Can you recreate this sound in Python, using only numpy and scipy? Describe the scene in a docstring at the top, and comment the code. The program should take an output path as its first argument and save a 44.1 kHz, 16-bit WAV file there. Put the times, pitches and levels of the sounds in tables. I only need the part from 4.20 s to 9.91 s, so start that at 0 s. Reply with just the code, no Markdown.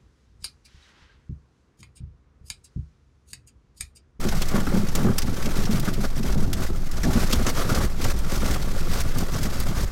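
"""Rain patters in uneven sheets over a low road rumble: a car in a cloudburst, heard from the cabin.
Showers of short noise bursts make the glass, panel and roof rain; filters give each its colour.
Panel knocks, roof thuds and fat smacks with bright splashes are single tuned bursts on top.
Filtered noise makes the rumble, swollen by gusts; a wandering low tone makes the cabin air throb."""
import sys
import numpy as np
from scipy import signal
from scipy.fft import rfft, irfft
from scipy.io import wavfile
from scipy.ndimage import uniform_filter1d

SR = 44100
rng = np.random.default_rng(int(sys.argv[2]) if len(sys.argv) > 2 else 0)


def put_to_file(sound):
    """Save the sound as 16-bit audio at rate SR, in the file named by the first command-line argument."""
    columns = np.atleast_2d(sound).T  # one column per channel
    safe = np.clip(columns, -1, 1)
    whole_steps = np.round(safe * 32767)
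    wavfile.write(sys.argv[1], SR, whole_steps.astype(np.int16))


N = 251811  # length in samples

# Levels of hits are gains set ahead of the colour filters.
# steady rain between the sheets: t/s, glass level/dB, roof level/dB
DOWNPOUR = [(0.0, -38.5, -33.5), (0.68, -44, -32.5), (1.3, -44.5, -30), (1.72, -44.5, -29),
            (1.92, -46.5, -40), (2.05, -53.5, -28.5), (2.45, -47, -28.5), (2.64, -49, -36),
            (3.0, -37, -32.5), (3.5, -40.5, -31), (3.73, -46, -37), (4.2, -42.5, -30), (5.5, -41.5, -35.5),
            (5.71, -47, -45)]
# sheets of water thrown against the car: start t/s, length t/s, glass level/dB, panel level/dB, roof level/dB
SHEETS = [(0.07, 0.12, -45, -36, -30.5), (0.312, 0.11, -40, -32, -40), (0.476, 0.15, -43, -38.5, -33),
          (0.735, 0.12, -42, -35.5, -30), (0.821, 0.11, -53, -35.5, -25), (0.976, 0.19, -50, -50, -34),
          (1.138, 0.21, -42.5, -42, -48), (1.335, 0.11, -38.5, -40, -41), (1.488, 0.1, -38, -35, -34.5),
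          (1.632, 0.073, -38.5, -41, -35), (1.819, 0.04, -36, -34, -27), (1.952, 0.047, -41.5, -46, -38),
          (2.021, 0.134, -40.5, -40, -44), (2.164, 0.09, -43.5, -43, -39), (2.37, 0.11, -39.5, -39.5, -47),
          (2.84, 0.07, -50, -46, -21.5), (2.906, 0.15, -37.5, -36.5, -25), (3.106, 0.15, -46, -42, -30.5),
          (3.257, 0.054, -34, -35, -41), (3.346, 0.092, -35.5, -32.5, -45), (3.455, 0.21, -36.5, -32, -28),
          (3.795, 0.13, -36, -35.5, -28.5), (4.084, 0.1, -37.5, -36.5, -51),
          (4.202, 0.169, -36.5, -35.5, -31), (4.526, 0.11, -45.5, -47, -52),
          (4.703, 0.12, -35.5, -38.5, -35), (4.965, 0.077, -41, -40.5, -24),
          (5.129, 0.154, -40, -42.5, -28.5), (5.3, 0.13, -43, -45, -33.5), (5.459, 0.065, -42.5, -40, -28),
          (5.552, 0.1, -38.5, -37, -31.5)]
# drops that knock on a body panel: t/s, level/dB, pitch of the spot f/Hz
KNOCKS = [(0.338, -18, 570), (0.377, -9, 560), (0.469, -11, 1400), (0.541, -20, 574), (0.751, -20, 1270),
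          (0.812, -26, 1390), (0.849, -18, 617), (0.893, -18, 795), (1.263, -15.5, 610), (1.675, -9, 1410),
          (2.771, -25.5, 1220), (2.834, -11, 1770), (3.129, -13.5, 700), (3.265, -8, 1400),
          (3.383, -24, 1310), (3.514, -12.5, 848), (3.85, -31.5, 760)]
# heavy blows of water on the roof: t/s, level/dB, pitch of the spot f/Hz
THUDS = [(0.052, -10.5, 214.7), (0.34, -8, 192), (0.378, -15, 161), (0.537, -10.5, 158), (0.563, -7, 209),
         (0.631, -13.5, 202), (0.788, -11, 153), (0.847, -5, 172), (0.892, -7, 116), (1.073, -18.5, 227),
         (1.385, -15, 191), (1.49, -12.5, 217), (1.543, -15, 141), (1.78, -11, 201), (1.996, -15, 247),
         (2.156, -10.5, 148), (2.218, -16, 133), (2.845, -11.5, 103), (2.954, -13, 232),
         (3.126, -18.5, 198), (3.204, -17, 264), (3.627, -18, 105)]
# gusts of wind that shake the cabin: start t/s, length t/s, level/dB
GUSTS = [(0.11, 0.08, -31), (1.41, 0.077, -35), (2.05, 0.22, -23), (2.33, 0.18, -32), (2.8, 0.27, -24.5),
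         (3.13, 0.15, -24), (3.57, 0.12, -20), (3.84, 0.18, -23.5), (4.17, 0.22, -26), (4.7, 0.2, -23.5),
         (5.11, 0.16, -28), (5.41, 0.059, -24), (5.57, 0.11, -22.5)]
# fat drops on the glass: t/s, level/dB, pitch of the spot f/Hz, splash level/dB relative to the smack
FAT_DROPS = [(0.0857, -20.5, 6020, -22), (0.218, -17.5, 3420, -11), (0.2844, -25.5, 7080, -6),
             (0.685, -25.5, 5850, -24), (0.7511, -17.5, 7100, -4), (0.9811, -16, 5300, -19),
             (0.9833, -31, 6170, 15), (1.019, -22, 5200, -14), (1.257, -21.5, 2690, -41.5),
             (1.454, -23.5, 5450, -25.5), (1.5966, -26.5, 5010, -1), (1.737, -29, 3400, -7),
             (2.0307, -29.5, 5740, -20), (2.3303, -19, 3300, -5), (2.713, -28.5, 5270, -6.5),
             (2.77, -28.5, 5920, -23), (2.8323, -20.5, 5500, -29), (2.8488, -27, 4970, -27),
             (3.1103, -22, 6500, -13.5), (3.1251, -16, 4530, -22.5), (3.128, -12.5, 3280, -17),
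             (3.265, -16.5, 6400, -27), (3.5467, -18.5, 4700, -20), (3.842, -19, 2780, -18),
             (3.987, -32, 6350, 0), (4.1548, -24.5, 5930, -12), (4.309, -23.5, 5280, -10),
             (4.4236, -27, 3870, -16), (4.804, -23.5, 5600, -5), (4.9836, -24.5, 7000, -3),
             (5.1415, -26, 5900, -22), (5.231, -24, 5800, -2), (5.3997, -26, 4240, 1)]

# colour of rain on the windshield: f/Hz, relative level/dB
GLASS_COLOUR = [(1000, 5), (2000, 6), (2800, 0.5), (4000, 2.5), (5200, 3), (6200, 1.5), (7500, -1),
                (10000, -5), (12500, -3), (16000, -10.5)]
# colour of rain on the body panels: f/Hz, relative level/dB
PANEL_COLOUR = [(250, 7.5), (450, 11), (650, 8), (820, 4), (980, 0), (1180, 5), (1400, 5), (1800, -4.5),
                (2400, -15.5), (3300, -11), (5000, -32.5), (8000, -32)]
# colour of the hollow knocks: f/Hz, relative level/dB
KNOCK_COLOUR = [(250, 34), (500, 9.5), (800, 7.5), (980, 3.5), (1400, 7), (2000, 5), (4000, -43.5)]
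# colour of rain through the lined roof: f/Hz, relative level/dB
ROOF_COLOUR = [(50, -15), (85, 4), (140, 4), (205, 3), (290, -7), (370, -6.5), (520, -20.5), (850, -18),
               (1600, -63)]
# colour of the heavy roof blows: f/Hz, relative level/dB
THUD_COLOUR = [(60, -13), (110, 2.5), (170, 4.5), (210, 10), (290, -9.5), (370, -1.5), (560, -16),
               (850, -22), (1600, -40)]
# colour of the road rumble: f/Hz, relative level/dB
RUMBLE_COLOUR = [(14, 11.5), (28, -6), (40, 5), (56, 5), (75, -2.5), (120, -13), (250, -33), (600, -44)]
# colour of the fat drops' smacks: f/Hz, relative level/dB
SMACK_COLOUR = [(1200, 0.5), (2400, 4), (3300, 3), (5500, 4.5), (7500, 1.5), (10000, -8.5), (12500, -2.5),
                (16000, -26)]
# colour of the fat drops' splashes: f/Hz, relative level/dB
SPLASH_COLOUR = [(5000, -10), (8500, 8), (12500, 2), (16000, 7)]
# resonances of the cabin and its trim: f/Hz, width f/Hz, lift level/dB
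CABIN = [(184.5, 1.9, 1), (327, 13, -1), (567, 3.3, 3.5), (1140, 16, 5.5), (4350, 32, -4), (5200, 40, 0)]

SHEET_ATTACK_S, SHEET_RELEASE_S, SHEET_CREST_DB = 0.053, 0.014, 1
GUST_ATTACK_S, GUST_RELEASE_S, GUST_CREST_DB = 0.038, 0.056, -2  # negative: the middle dips
PANELS_OVER_GLASS_DB = 1  # in the steady rain
HISS_DB = -54  # constant part of the spray on the glass
ROAD_DB = -31
BUFFET_HZ, BUFFET_DB = 15, -21  # centre values; both wander
BUFFET_SKEW = 0.18  # share of the octave that makes each throb lopsided
BUILD_UP_S = 0.0052  # hold before a burst dies away
SMACK_T60_S = 0.057
CUTOFF_HZ = 15900


def windshield(flow):
    """More water on the glass brings more drops; fine spray fills the gaps between them."""
    per_s = 450 * flow / np.mean(flow)
    drops = shower(per_s, spread_db=3.8, t60=.04, contact=2.2, low_hz=2000, high_hz=11000, lift_db=9)
    spray_gain = from_db(-11.5) * flow + from_db(HISS_DB)
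    spray = spray_gain * rng.standard_normal(N)
    return colour(flow * drops + spray, GLASS_COLOUR)


def body_panels(flow):
    """Hood, doors and pillars rattle under the rain; now and then a big drop gives a hollow knock."""
    drops = shower(per_s=380, spread_db=6.5, t60=0.046, contact=1.5, low_hz=434, high_hz=3060, lift_db=9.5)
    knocks = place((s, db, blow(hz, t60=0.07, contact=0.4, width_share=0.14, lift_db=13))
                   for s, db, hz in KNOCKS)
    return flow * colour(drops, PANEL_COLOUR) + colour(knocks, KNOCK_COLOUR)


def roof(flow):
    """The lined roof passes only the dull part of each impact; heavy blows ring at their spot's pitch."""
    drops = shower(per_s=170, spread_db=3.5, t60=0.11, contact=5.5, low_hz=87, high_hz=410, lift_db=-1.5)
    thuds = place((s, db, blow(hz, t60=0.1, contact=3.0, width_share=0.04, lift_db=8))
                  for s, db, hz in THUDS)
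    return flow * colour(drops, ROOF_COLOUR) + colour(thuds, THUD_COLOUR)


def road_and_wind():
    """Tyre rumble swells with the gusts; wind buffets the cabin air into an unsteady throb."""
    gust_power = swells(GUSTS, GUST_ATTACK_S, GUST_RELEASE_S, GUST_CREST_DB)
    strength = np.sqrt(from_db(ROAD_DB) ** 2 + gust_power)
    rumble = strength * colour(rng.standard_normal(N), RUMBLE_COLOUR)

    throb_hz = BUFFET_HZ * (1 + 0.2074 * drift(4.45))
    phase = 2 * np.pi * np.cumsum(throb_hz) / SR
    throb = np.sin(phase) + BUFFET_SKEW * np.sin(2 * phase)
    swell_db = 1.5 * drift(3)
    return rumble + from_db(BUFFET_DB + swell_db) * np.sqrt(2) * throb


def fat_drops():
    """Each fat drop smacks on the glass and bursts into a brief bright splash."""
    smacks = place((s, db, blow(hz, SMACK_T60_S, contact=0.28, width_share=0.12, lift_db=5.5))
                   for s, db, hz, splash_db in FAT_DROPS)
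    splashes = place((s, db + splash_db, ring(t60=0.013) / 2) for s, db, hz, splash_db in FAT_DROPS)
    return colour(smacks, SMACK_COLOUR) + colour(splashes, SPLASH_COLOUR)


def water_on(steady_db, sheet_db):
    """Strength of the water on one surface: steady rain and sheets add in power."""
    start, length = np.transpose(SHEETS)[:2]
    sheets = swells(zip(start, length, sheet_db), SHEET_ATTACK_S, SHEET_RELEASE_S, SHEET_CREST_DB)
    return np.sqrt(from_db(steady_db) ** 2 + sheets)


def swells(rows, attack_s, release_s, crest_db):
    """Power of (start s, length s, dB) surges: each rises, bows up or down in the middle, and falls."""
    t, power = np.arange(N) / SR, np.zeros(N)
    for start, length, db in rows:
        rise = np.clip((t - start) / attack_s + .5, 0, 1)
        fall = np.clip((start + length - t) / release_s + .5, 0, 1)
        gate = rise * fall
        on = gate > 0
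        arch = np.sin(np.pi * np.clip((t[on] - start) / length, 0, 1)) - .5
        power[on] += (gate[on] * from_db(db + crest_db * arch)) ** 2
    return power


def shower(per_s, spread_db, t60, contact, low_hz, high_hz, lift_db, count=40):
    """Uneven drops land at random on many spots, each with its own ring and pitch; rms near 1."""
    pitches = np.geomspace(low_hz, high_hz, count)
    # neighbouring spots push in opposite directions
    spots = [(-1) ** k * blow(hz, t60, contact, 0.037, lift_db) for k, hz in enumerate(pitches)]
    chance = rng.random(N)
    spot = rng.integers(0, count, N)
    bulk = np.minimum(rng.exponential(1, N), 3)
    landings = np.flatnonzero(chance < per_s / SR)
    out = place((i / SR, spread_db * bulk[i], spots[spot[i]]) for i in landings)
    # the flow of water over a tenth of a second stays even
    return out / np.sqrt(np.abs(uniform_filter1d(out ** 2, SR // 10)) + 1e-12)


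def blow(hz, t60, contact, width_share, lift_db):
    """A sharp push at contact, then a ring tuned at the pitch of the spot without changing its energy."""
    sound = ring(t60) / 3
    sound[0] += contact
    tuned = resonate(sound, hz, width_share * hz, lift_db)
    return tuned * np.sqrt(np.sum(sound ** 2) / np.sum(tuned ** 2))


def ring(t60):
    """Crowded modes of a struck pane: noise holds while the first cabin echoes arrive, then dies away."""
    t = np.arange(SR // 8) / SR
    decay_db = -60 * np.maximum(t - BUILD_UP_S, 0) / max(t60, .004)
    return rng.standard_normal(len(t)) * from_db(decay_db)


def resonate(x, hz, width_hz, lift_db):
    """Raise or lower one resonance in a sound by mixing in a two-pole band."""
    r = np.exp(-np.pi * width_hz / SR)
    poles = [1, -2 * r * np.cos(2 * np.pi * hz / SR), r * r]
    band = signal.lfilter([1, 0, -1], poles, x) * (1 - r * r) / 2
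    return x + (from_db(lift_db) - 1) * band


def place(hits):
    """Lay (s, dB, sound) hits on the time line."""
    out = np.zeros(N + SR)
    for s, db, sound in hits:
        at = max(round(s * SR), 0)
        out[at:at + len(sound)] += from_db(db) * sound
    return out[:N]


def colour(x, spectrum):
    """Causal (minimum-phase) filter with the given spectrum; white noise keeps its power."""
    size = 2 ** 13
    octaves = np.log2(np.maximum(np.arange(size // 2 + 1), 1) * SR / size)
    hz, db = np.transpose(spectrum)
    # beyond the end points the level falls 12 dB per octave
    outside = np.abs(octaves - np.clip(octaves, np.log2(hz[0]), np.log2(hz[-1])))
    gain = rms_one(from_db(np.interp(octaves, np.log2(hz), db) - 12 * outside))
    # folding the cepstrum puts the energy as early as possible
    cepstrum = irfft(np.log(gain))[:size // 2]
    cepstrum[1:] *= 2
    impulse = irfft(np.exp(rfft(cepstrum, size)))
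    return signal.oaconvolve(x, impulse)[:N]


def drift(rate):
    """Slow random wander with spread 1: noise smoothed by two poles at rate Hz."""
    step = 40  # samples between drawn points
    r = np.exp(-2 * np.pi * rate * step / SR)
    noise = rng.standard_normal(N // step + 2002)
    slow = signal.lfilter([1], [1, -2 * r, r * r], noise)[2000:]  # skip the settling
    return np.interp(np.arange(N) / step, np.arange(len(slow)), rms_one(slow))


def in_time(rows):
    """Each column of a curve, sample by sample."""
    s, *columns = np.transpose(rows)
    return [np.interp(np.arange(N) / SR, s, c) for c in columns]


def from_db(db):
    """Decibels to gain."""
    return 10 ** (np.asarray(db) / 20)


def rms_one(x):
    """Scale to rms 1."""
    return x / np.sqrt(np.mean(x ** 2) + 1e-20)


def scene():
    """Water on glass, panels and roof passes the cabin resonances, then road and wind join in mono."""
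    glass_db, roof_db = in_time(DOWNPOUR)
    _, _, on_glass, on_panels, on_roof = np.transpose(SHEETS)
    rain = (windshield(water_on(glass_db, on_glass))
            + body_panels(water_on(glass_db + PANELS_OVER_GLASS_DB, on_panels))
            + roof(water_on(roof_db, on_roof))
            + fat_drops())
    for hz, width_hz, lift_db in CABIN:
        rain = resonate(rain, hz, width_hz, lift_db)
    return (rain + road_and_wind())[None]


def record(dry):
    """Soft saturation rounds the peaks, then a steep low-pass cuts the top."""
    ceiling = 1.1
    rounded = ceiling * np.tanh(dry / ceiling)
    low_pass = signal.ellip(10, .1, 90, CUTOFF_HZ, fs=SR, output="sos")
    return signal.sosfilt(low_pass, rounded)


dry = scene()
out = record(dry)
put_to_file(out)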